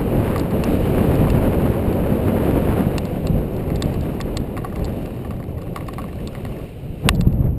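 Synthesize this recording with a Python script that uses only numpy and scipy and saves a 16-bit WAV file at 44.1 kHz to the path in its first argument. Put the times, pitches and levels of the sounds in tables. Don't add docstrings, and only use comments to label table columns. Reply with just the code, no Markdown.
import sys
import numpy as np
from scipy.fft import rfft, irfft, next_fast_len
from scipy.io import wavfile
from scipy.ndimage import map_coordinates

SR = 44100
rng = np.random.default_rng(int(sys.argv[2]) if len(sys.argv) > 2 else 0)


def log_audio(samples):
    frames = np.atleast_2d(samples).T
    limited = np.clip(frames, -1, 1)
    pcm = np.round(limited * 32767).astype(np.int16)
    wavfile.write(sys.argv[1], SR, pcm)


N = 334278


def tyres(rumble_db, pace_db, crunch_db_per_db=1.39):
    # freq_hz, density_db
    rumble_spectrum = [(110, -14), (190, -2), (232, -3.5), (542, -8.5), (785, -18.5), (1200, -35),
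                       (1560, -56.5), (2640, -120)]
    # freq_hz, density_db
    crunch_spectrum = [(600, -15), (900, 5), (1150, 2), (1500, -2), (2000, -5.5), (2500, -8.5), (3600, -19),
                       (4500, -23), (5800, -34)]
    # freq_hz, density_db
    hiss_spectrum = [(1000, -5), (1900, -5.5), (2400, 0), (2750, 0.5), (3000, -0.5), (3300, -9.5),
                     (3800, -8), (4500, -13), (5200, -18), (5800, -19)]
    # start_s, hold_s, gain_db
    bites = [(0.26, 0.14, 5.5), (0.98, 0.31, 0.5), (2.7, 0.18, 3), (5.85, .06, -2)]
    # time_s, level_db
    hiss_levels = [(0, -48), (0.3, -46), (0.47, -50.5), (0.7, -43), (1.9, -48), (2.75, -47), (3.05, -48.5),
                   (3.67, -54), (3.9, -49.5), (4.65, -56), (4.95, -50.5), (5.47, -58.5), (5.95, -54),
                   (6.6, -52.5), (6.93, -56), (7.06, -51), (7.17, -61), (7.58, -67)]
    crunch_db = -37.5 + crunch_db_per_db * pace_db + swells(bites, rise_s=0.069, fall_s=0.12)
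    jolts = wobble(28)
    rumble = coloured(gritty_noise(rate_hz=500, spread_db=1.5, grit=0.5), rumble_spectrum)
    crunch = coloured(gritty_noise(rate_hz=900, spread_db=5, grit=0.94), crunch_spectrum)
    hiss = coloured(gritty_noise(rate_hz=1400, spread_db=2, grit=0.51), hiss_spectrum)
    return (amp(rumble_db + 1.93 + 0.94 * jolts) * rumble
            + amp(crunch_db + 1.57 * jolts + 0.81 * wobble(70)) * crunch
            + amp(curve(hiss_levels) + 2 + 0.5 * jolts) * hiss)


def wind(pace_db, cruise_db=-21.5, db_per_db=0.67):
    # freq_hz, density_db
    buffet_spectrum = [(8.8, -29), (15, -9.5), (38, -0.5), (86, 1.5), (119, 0.5), (159, -1), (242, -12),
                       (280, -14.5), (360, -25), (620, -120)]
    # start_s, hold_s, gain_db
    gusts = [(0.36, 0.1, 2.5), (1.17, .3, 1.3), (3.29, 0.1, 7), (3.74, 0.017, 3), (3.98, 0.027, 6),
             (4.39, .02, 5.5), (5.3, 0.41, 3), (6.48, 0.033, 4.5), (6.8, 0.12, 5.5), (7.1, 0.5, 12.5)]
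    lumps = unit(amp(1.73 * wobble(35)) * coloured(rng.standard_normal(N), buffet_spectrum))
    return amp(cruise_db + db_per_db * pace_db + swells(gusts, rise_s=0.076, fall_s=0.065)) * lumps


def wind_thumps(width_s=0.002):
    # time_s, level_db
    thumps = [(1.685, -10), (1.702, -5), (2.869, 1), (3.299, -2), (3.72, -3.5), (3.86, -1.5), (4.418, -14),
              (7.198, -1.5), (7.272, 3)]
    out = np.zeros(N)
    age = np.arange(SR // 25) / SR / width_s
    push = age * np.exp(1 - age) * np.sin(2 * age)
    for time_s, level_db in thumps:
        add(out, time_s - width_s, amp(level_db - 5.5) * push)
    return out


def blow(start_s=7.0888, peak_db=7, bounce_db=-24, bounce_s=0.004):
    # freq_hz, gain_db
    force = [(750, -1.5), (1100, 0), (2000, 3.5), (2750, 0), (3550, 6), (4300, -5), (5200, -2.5)]
    weight_db = lambda hz: np.interp(hz, *np.transpose(force))
    out = np.zeros(N)
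    for delay_s, drop_db, damping_t60_s in [(0, 0, 0.04), (bounce_s, bounce_db, 0.09)]:
        hit = case_ring(weight_db, scatter_db=-2, attack_s=0.00089, crack=1, detune=0.0027)
        hit *= amp(-60 * np.arange(len(hit)) / SR / damping_t60_s)
        add(out, start_s + delay_s, amp(peak_db + drop_db) * hit / np.abs(hit).max())
    return out


def knocks(chatter_db=-9, fade_db=-5, bounces=3):
    # start_s, level_db, high_modes_db
    contacts = [(0.3605, -16, -15), (1.27, -20, -16), (3.7026, -30, -1), (4.2033, -24.5, -6),
                (4.5675, -27, -15), (4.5746, -23, -5), (4.6463, -20, -19), (4.7252, -31, -17),
                (4.765, -29, -17), (5.2485, -35, -12), (5.3074, -27.5, -13), (5.401, -32, -22),
                (5.762, -18, -14), (5.8082, -31, -10), (5.886, -21.5, -14.5), (5.9828, -22.5, -14),
                (6.041, -27, -12), (6.351, -30.5, -4), (6.4507, -30.5, -4.5), (7.422, -37, -16.5)]
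    out = np.zeros(N)
    for start_s, level_db, high_db in contacts:
        weight_db = lambda hz: (hz > 1300) * min(high_db + 7.5, 0) - 12 * (hz > 2500)
        strike = lambda: case_ring(weight_db, scatter_db=3, attack_s=0.00053, crack=0.1, detune=0.025)
        first = strike()
        gain = amp(level_db - 2) / band_peak(first, 900, 1500)
        add(out, start_s, gain * first)
        for k, delay_s in enumerate(np.cumsum(rng.uniform(0.0044, 0.015, bounces))):
            add(out, start_s + delay_s, gain * amp(chatter_db + fade_db * k) * strike())
    return out


def ticks(graze_db=-15, bounce_db=-18):
    # time_s, level_db, low_modes_db
    contacts = [(0.38, -31, -22), (0.396, -29, -22), (0.5087, -42, -3), (0.637, -30.5, -3),
                (1.1548, -36, -23), (1.3017, -30, -9), (1.928, -41, -4), (2.9814, -21, -14),
                (3.053, -34.5, -28), (3.27, -26.5, -11), (3.5653, -41.5, -21), (3.7587, -30.5, -30),
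                (3.823, -17.5, -17), (3.9413, -39, -8), (4.0097, -38, -18), (4.212, -26.5, -16),
                (4.3706, -17.5, -15.5), (4.577, -39, -3), (4.7598, -41, -1), (4.8446, -30, -27),
                (4.8526, -35, -23), (5.0594, -41, 0), (5.619, -44, 1), (5.7604, -32, -3), (5.883, -40, -4),
                (5.9363, -38.5, -6), (6.0174, -41, 1), (6.274, -29.5, -17), (7.1501, -35, -37),
                (7.1584, -39, -33), (7.21, -25.5, -14.5), (7.2743, -48, -3), (7.327, -48, -7)]
    out = np.zeros(N)
    for time_s, level_db, low_db in contacts:
        weight_db = lambda hz: (hz < 3200) * min(low_db + 7, 1)
        lead_s, lag_s = rng.uniform([0.001, 0.004], [0.003, 0.007])
        for delay_s, drop_db in [(-lead_s, graze_db), (0, 0), (lag_s, bounce_db)]:
            hit = case_ring(weight_db, scatter_db=1, attack_s=0.00073, crack=0.45, detune=0.014)
            add(out, time_s + delay_s, amp(level_db + drop_db + 4) * hit / band_peak(hit, 3300, 5700))
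    return out


def snaps(pitch_hz=5700, t60_s=0.0041):
    # start_s, level_db
    pings = [(0.6437, -26), (4.7604, -40)]
    out = np.zeros(N)
    t = np.arange(SR // 50) / SR
    for start_s, level_db in pings:
        add(out, start_s, amp(level_db + 6 - 60 * t / t60_s) * np.sin(2 * np.pi * pitch_hz * t))
    return out


def rattle(start_s=3.5, stop_s=6.7, high_db=-13, count=170):
    weight_db = lambda hz: high_db * (hz > 2500)
    out = np.zeros(N)
    for place, size in rng.random((count, 2)):
        hit = case_ring(weight_db, scatter_db=7.5, attack_s=0.00086, crack=0.56, detune=0.026)
        add(out, start_s + place * (stop_s - start_s), amp(-40 + 8.1 * size ** 2) * hit / np.abs(hit).max())
    return out


def case_ring(weight_db, scatter_db, attack_s, crack, detune):
    # pitch_hz, level_db, t60_s
    case_modes = [(751, -7.5, 0.039), (1117, -2.5, 0.026), (1406, -9, 0.017), (1840, -9.5, 0.026),
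                  (2035, 2, 0.0071), (2725, 2.5, 0.013), (3390, -3.5, 0.006), (3593, -5.5, 0.013),
                  (3984, -12, 0.024), (4725, -11, 0.016), (4410, -1, 0.0099), (4920, -17, 0.012),
                  (5160, -5.5, 0.0074)]
    pitch_hz, level_db, t60_s = np.transpose(case_modes)
    t = np.arange(SR // 20) / SR
    gain = amp(level_db + weight_db(pitch_hz) + scatter_db * rng.standard_normal(len(pitch_hz)))
    pitch_hz = pitch_hz * (1 + detune * rng.standard_normal(len(pitch_hz)))
    phase = rng.uniform(0, 2 * np.pi, (len(pitch_hz), 1))
    modes = gain @ (np.sin(2 * np.pi * pitch_hz[:, None] * t + phase) * amp(-60 * t / t60_s[:, None]))
    burst = crack * rng.standard_normal(len(t)) * amp(-60 * t / 0.013)
    return (modes + burst) * (1 - np.exp(-t / attack_s))


def gritty_noise(rate_hz, spread_db, grit):
    noise = rng.standard_normal(N)
    size = amp(spread_db * np.minimum(rng.exponential(size=N), 4))
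    impulses = (rng.random(N) < rate_hz / SR) * size * rng.choice([-1, 1], N)
    return noise + grit * unit(impulses)


def amp(db):
    return 10 ** (np.asarray(db) / 20)


def unit(x):
    return x / np.sqrt(np.mean(x ** 2) + 1e-20)


def curve(rows):
    return np.interp(np.arange(N) / SR, *np.transpose(rows))


def swells(rows, rise_s, fall_s):
    return sum(curve([(s - rise_s, 0), (s, db), (s + hold_s, db), (s + hold_s + fall_s, 0)])
               for s, hold_s, db in rows)


def wobble(rate_hz):
    knots = rng.standard_normal(int(N * rate_hz / SR) + 4)
    return map_coordinates(knots, [np.arange(N) * rate_hz / SR])


def filtered(x, response):
    size = next_fast_len(N + SR // 2)
    return irfft(rfft(x, size) * response(np.fft.rfftfreq(size, 1 / SR)), size)[:N]


def coloured(x, spectrum):
    freq_hz, db = np.transpose(spectrum)
    response = lambda hz: amp(np.interp(np.log(hz + 1), np.log(freq_hz), db, left=-120, right=-120))
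    return unit(filtered(x, response))


def band_peak(x, low_hz, high_hz):
    hz = np.fft.rfftfreq(2 * len(x), 1 / SR)
    return np.abs(irfft(rfft(x, 2 * len(x)) * (hz > low_hz) * (hz < high_hz))).max()


def add(track, start_s, sound):
    part = track[max(round(start_s * SR), 0):][:len(sound)]
    part += sound[:len(part)]


def scene():
    # time_s, rumble_db
    roll = [(0.0, -24.5), (0.04, -25), (0.17, -20), (0.42, -25.5), (0.72, -21.5), (1.67, -20), (1.73, -22),
            (2.81, -22), (3.04, -27), (4.31, -29), (4.68, -32.5), (4.81, -27.5), (5.24, -34), (6.63, -35),
            (6.67, -40.5), (7.01, -38.5), (7.07, -21.5), (7.11, -33), (7.43, -34), (7.47, -30.5),
            (7.52, -37), (7.58, -38.5)]
    rumble_db = curve(roll)
    pace_db = rumble_db + 22
    rolling = wind(pace_db) + tyres(rumble_db, pace_db) + wind_thumps()
    return (rolling + rattle() + ticks() + knocks() + snaps() + blow())[None]


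def record(dry):
    band_hz, hold_hz, top_hz = 5700, 12000, 15200
    clipped = np.clip(dry[0], -1, 1)
    narrow = filtered(clipped, lambda hz: 1 / np.sqrt(1 + (hz / band_hz) ** 40))
    mirrored = narrow * (1 + 2 * np.cos(2 * np.pi * hold_hz * np.arange(N) / SR))
    return filtered(mirrored, lambda hz: np.sinc(hz / hold_hz) / np.sqrt(1 + (hz / top_hz) ** 200))[None]


dry = scene()
out = record(dry)
log_audio(out)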